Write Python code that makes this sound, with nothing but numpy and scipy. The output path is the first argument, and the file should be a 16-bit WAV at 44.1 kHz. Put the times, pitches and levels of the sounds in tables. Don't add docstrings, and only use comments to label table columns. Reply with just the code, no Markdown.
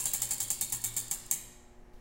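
import sys
import numpy as np
from scipy import signal
from scipy.fft import rfft, irfft, next_fast_len
from scipy.io import wavfile
from scipy.ndimage import uniform_filter1d

SR = 44100
rng = np.random.default_rng(int(sys.argv[2]) if len(sys.argv) > 2 else 0)


def gain_from_db(level_db):
    decades = np.asarray(level_db, float) / 20
    return 10 ** decades


def unload_audio(sound):
    columns = np.transpose(np.atleast_2d(sound))
    steps = np.round(np.clip(columns, -1, 1) * 32767)
    wavfile.write(sys.argv[1], SR, steps.astype(np.int16))


N = 88508
PAD = 4410
RELEASE_LEAD_S = 0.0022
WHEEL_RISE_S = 0.002

# [t/s, level/dB, first slap over level/dB, release tick over level/dB, wheel knock/dB]
SNAPS = [(-.0193, -12.5, 10, -9, 1), (0.0564, -12.5, 2, -12, -1), (0.1351, -11.5, 1, -15.5, -0.5),
         (0.2195, -12.5, 2.5, -7, -0.5), (0.3089, -11.5, -0.5, -28, -1), (0.4031, -12.5, -0.5, -29, -1),
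         (0.5033, -11, 1, -34, -1.5), (0.6116, -12, 1, -12, -1), (0.7236, -12.5, -0.5, -41.5, -1),
         (0.8405, -12, -4, -16, -1.5), (0.9666, -11.5, -2, -11, -2.5), (1.1126, -14, 2.5, -9, -1),
         (1.3121, -11, 4.5, -15.5, -1)]


def unit(x):
    return x / np.sqrt(np.mean(x ** 2) + 1e-20)


def along(points, hz):
    f, value = np.transpose(points)
    return np.interp(np.log(hz + 1), np.log(f + 1), value)


def filtered(x, response):
    m = next_fast_len(len(x) + SR // 2)
    f = np.fft.rfftfreq(m, 1 / SR)
    return irfft(rfft(x, m) * response(f), m)[:len(x)]


def peak(f, hz, width_hz):
    return 1j * f * width_hz / (hz * hz - f * f + 1j * f * width_hz)


def resonances(f, modes):
    return sum((-1) ** k * gain_from_db(db) * peak(f, hz, width) for k, (hz, width, db) in enumerate(modes))


def add(track, s, sound):
    part = track[PAD + int(round(s * SR)):][:len(sound)]
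    part += sound[:len(part)]


def flapper_contacts():
    # [delay t/s, level/dB]
    chatter = [(0, 0), (.0038, -1.5), (.0079, -4), (.0119, -5), (.0158, -6.5), (.0203, -8.5), (.0247, -6),
               (.0288, -8.5), (.034, -9), (.0376, -13), (.0448, -16), (.0492, -19), (.054, -21)]
    # [t/s, level/dB]
    touches = [(.0397, -25), (.1149, -27), (.2017, -30), (.290, -29), (.381, -28), (.4785, -33),
               (.4825, -31), (.5892, -35), (.6985, -31), (.7, -31), (1.1045, -38), (.816, -32),
               (.9415, -33), (1.081, -34), (1.2600, -42), (1.2631, -38), (1.3044, -40), (.399, -35),
               (.719, -35), (.8343, -39), (.3044, -32)]
    slap_t60_s, first_t60_s, touch_t60_s = 0.0065, 0.0025, 0.009
    jitter_s, scatter_db = 0.00015, 1.5
    touch_db, touch_gap_s, touch_loss_db = 5, 0.0033, 5

    hits = []
    for s, db, first_db, release_db, _ in SNAPS:
        hits.append((s, db + first_db, first_t60_s))
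        hits.append((s - RELEASE_LEAD_S, db + release_db, slap_t60_s))
        for delay, loss_db in chatter[1:]:
            late, louder = rng.standard_normal(2)
            hits.append((s + delay + jitter_s * late, db + loss_db + scatter_db * louder, slap_t60_s))
    for s, db in touches:
        for k in range(2):
            hits.append((s + k * touch_gap_s, db + touch_db - k * touch_loss_db, touch_t60_s))
    return hits


def flapper():
    # [f/Hz, width/Hz, level/dB]
    strip_modes = [(4400, 1100, -44), (6500, 850, -6), (7456, 950, 2.5), (9160, 1520, -1.5),
                   (10270, 1620, -4), (12420, 1100, -8.5), (15540, 2440, -8)]
    flapper_db, low_cut_hz, rise_s = 5.5, 3260, 0.0003
    table_delay_s, table_db = 0.00095, -11

    track = np.zeros(N + PAD)
    t = np.arange(PAD // 5) / SR
    f = np.fft.rfftfreq(len(t), 1 / SR)
    ratio = f / low_cut_hz
    low_cut = (1j * ratio) ** 2 / (1 + 1.2j * ratio - ratio ** 2)
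    strip = low_cut * resonances(f, strip_modes)
    table_bounce = 1 + gain_from_db(table_db) * np.exp(-2j * np.pi * f * table_delay_s)
    for s, db, t60 in flapper_contacts():
        envelope = gain_from_db(-60 * t / t60) * (1 - np.exp(-t / rise_s))
        burst = envelope * rng.standard_normal(len(t))
        slap = irfft(rfft(burst) * strip * table_bounce, len(t))
        add(track, s, gain_from_db(db + flapper_db) * slap / np.linalg.norm(slap))
    return track


def wheel(t60, roll_db):
    # [f/Hz, width/Hz, level/dB]
    disc_modes = [(166.7, 93, -1.5), (573, 110, -7.5), (826, 160, -5.5), (1053, 170, -3.5),
                  (1840, 420, -5.5), (2222, 130, 0), (3180, 900, -5), (3733, 180, 2.5), (4660, 880, -1.5)]
    knock_gain_db, roll_fade_db_per_s = -4.5, 6
    stop_s, stopping_s = 1.5, 0.21

    t = np.arange(SR // 8) / SR
    clock = (np.arange(N + PAD) - PAD) / SR
    turning = np.clip((stop_s - clock) / stopping_s, 0, 1)
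    roll_level = gain_from_db(roll_db - roll_fade_db_per_s * clock) * turning
    track = roll_level * rng.standard_normal(N + PAD)
    for s, *_, knock_db in SNAPS:
        envelope = gain_from_db(-60 * t / t60) * (1 - np.exp(-t / WHEEL_RISE_S))
        shake = envelope * rng.standard_normal(len(t))
        add(track, s - RELEASE_LEAD_S, gain_from_db(knock_gain_db + knock_db) * shake / np.linalg.norm(shake))
    return filtered(track, lambda f: resonances(f, disc_modes))


def thud():
    # [f/Hz, level/dB, t60/s]
    hollow_notes = [(783, -47.5, 0.12), (853, -48, 0.13), (1797, -48.5, 0.064), (2269, -47, 0.096),
                    (187, -55.5, 0.11)]
    track = np.zeros(N + PAD)
    t = np.arange(SR // 5) / SR
    for s, *_, knock_db in SNAPS:
        ring = np.zeros(len(t))
        for hz, db, t60 in hollow_notes:
            detuned_hz = hz * rng.normal(1, 0.014)
            ring += gain_from_db(db - 60 * t / t60) * np.sin(2 * np.pi * detuned_hz * t)
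        add(track, s - RELEASE_LEAD_S, gain_from_db(knock_db) * (1 - np.exp(-t / WHEEL_RISE_S)) * ring)
    return track


def stand():
    # [t/s, level/dB]
    shake_levels = [(0.0, -59), (0.052, -55.5), (0.15, -68), (0.218, -51.5), (0.378, -64.5), (0.418, -55.5),
                    (0.698, -64), (0.738, -49.5), (0.842, -60), (0.864, -49), (1.1, -60), (1.176, -77),
                    (1.224, -66.5), (1.492, -65.5), (1.59, -91), (1.6, -77)]
    stand_hz, wander_hz = 114.9, 2.96
    s, db = np.transpose(shake_levels)
    wander = unit(uniform_filter1d(rng.standard_normal(N), size=SR // 20))
    phase = 2 * np.pi * np.cumsum(stand_hz + wander_hz * wander) / SR
    level = gain_from_db(np.interp(np.arange(N) / SR, s, db, right=-120))
    return level * np.sqrt(2) * np.sin(phase)


def room(x):
    # [f/Hz, t60/s]
    room_t60 = [(200, 1), (2000, 1), (5000, .85), (7500, 0.72), (10000, 0.51), (13000, 0.51), (16000, 0.22)]
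    # [f/Hz, level/dB]
    room_colour = [(4500, 2.5), (5700, -4.5), (7500, -0.5), (9500, 1), (13000, 1), (16000, 0)]
    room_db, delay_s, early_db, early_t60_s = -9, 0.01, -2.5, 0.089

    wet = np.zeros(len(x) + 2 * SR)
    step = SR // 30
    for i in range(0, len(x), step):
        hz, t, z = signal.stft(rng.standard_normal(SR), SR, nperseg=256)
        late = gain_from_db(-60 * t / along(room_t60, hz)[:, None])
        early = gain_from_db(early_db - 60 * t / early_t60_s)
        tail = signal.istft(z * (late + early), SR, nperseg=256)[1]
        answer = signal.fftconvolve(x[i:i + step], tail / np.linalg.norm(tail))
        wet[i + int(delay_s * SR):][:len(answer)] += answer
    return filtered(wet[:len(x)], lambda f: gain_from_db(room_db + along(room_colour, f)))


def sleeve_and_bump():
    # [f/Hz, density/dB per Hz]
    cloth_spectrum = [(1500, -24.5), (3000, 1), (7500, -8), (12000, -10), (16000, -14)]
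    rustle_s, rustle_db, rustle_t60_s = 1.934, -72.5, 0.92
    tick_db, tick_t60_s = -11.5, 0.016
    bump_s, bump_hz, bump_db, bump_t60_s = 1.94, 24.3, -41, 0.18

    t = np.arange(N) / SR
    u = np.clip(t - rustle_s, 0, None)
    v = np.clip(t - bump_s, 0, None)
    cloth = unit(filtered(rng.standard_normal(N), lambda f: gain_from_db(along(cloth_spectrum, f))))
    decay = gain_from_db(-60 * u / rustle_t60_s) + gain_from_db(tick_db - 60 * u / tick_t60_s)
    rustle = (u > 0) * gain_from_db(rustle_db) * decay * cloth
    bump = -gain_from_db(bump_db - 60 * v / bump_t60_s) * np.sin(2 * np.pi * bump_hz * v)
    return rustle + bump


def ballast():
    # [multiple of 120 Hz, rms level/dB]
    harmonics = [(1, -73.5), (2, -66.5), (3, -66.5), (4, -79), (5, -75.5), (6, -75.5), (7, -73.5),
                 (8, -85.5)]
    t = np.arange(N) / SR
    buzz = np.zeros(N)
    for k, db in harmonics:
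        buzz += gain_from_db(db) * np.sqrt(2) * np.sin(2 * np.pi * (round(k) * 120 * t + rng.random()))
    return buzz


def air():
    # [f/Hz, density/dB per Hz]
    air_spectrum = [(15, -4), (28, 0), (95, -19.5), (250, -22.5), (900, -29), (1900, -32.5), (3500, -46.5),
                    (16000, -57.5)]
    noise = filtered(rng.standard_normal(N), lambda f: gain_from_db(along(air_spectrum, f)))
    return gain_from_db(-54.5) * unit(noise)


def scene():
    slaps = flapper()
    disc = wheel(t60=0.078, roll_db=-45)
    radiated_knock = wheel(t60=0.013, roll_db=-200)
    reverb = room(slaps + gain_from_db(7.5) * radiated_knock)
    prize_wheel = (slaps + disc + thud() + reverb)[PAD:]
    return (prize_wheel + stand() + sleeve_and_bump() + ballast() + air())[None]


def low_pass(x):
    return signal.sosfilt(signal.butter(12, 17000, fs=SR, output="sos"), x)


def record(dry):
    # [f/Hz, level/dB]
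    mic_response = [(1100, 0), (1450, -2.5), (1900, -0.5), (4800, 0.5), (5700, 4.5), (6500, 2.5)]
    top_hz, over_top_db, slope_hz = 15950, -36, 90

    def response(f):
        shelf_db = over_top_db * (1 + np.tanh((f - top_hz) / slope_hz)) / 2
        return gain_from_db(along(mic_response, f) + shelf_db)

    return low_pass(filtered(dry[0], response)[None])


dry = scene()
out = record(dry)
unload_audio(out)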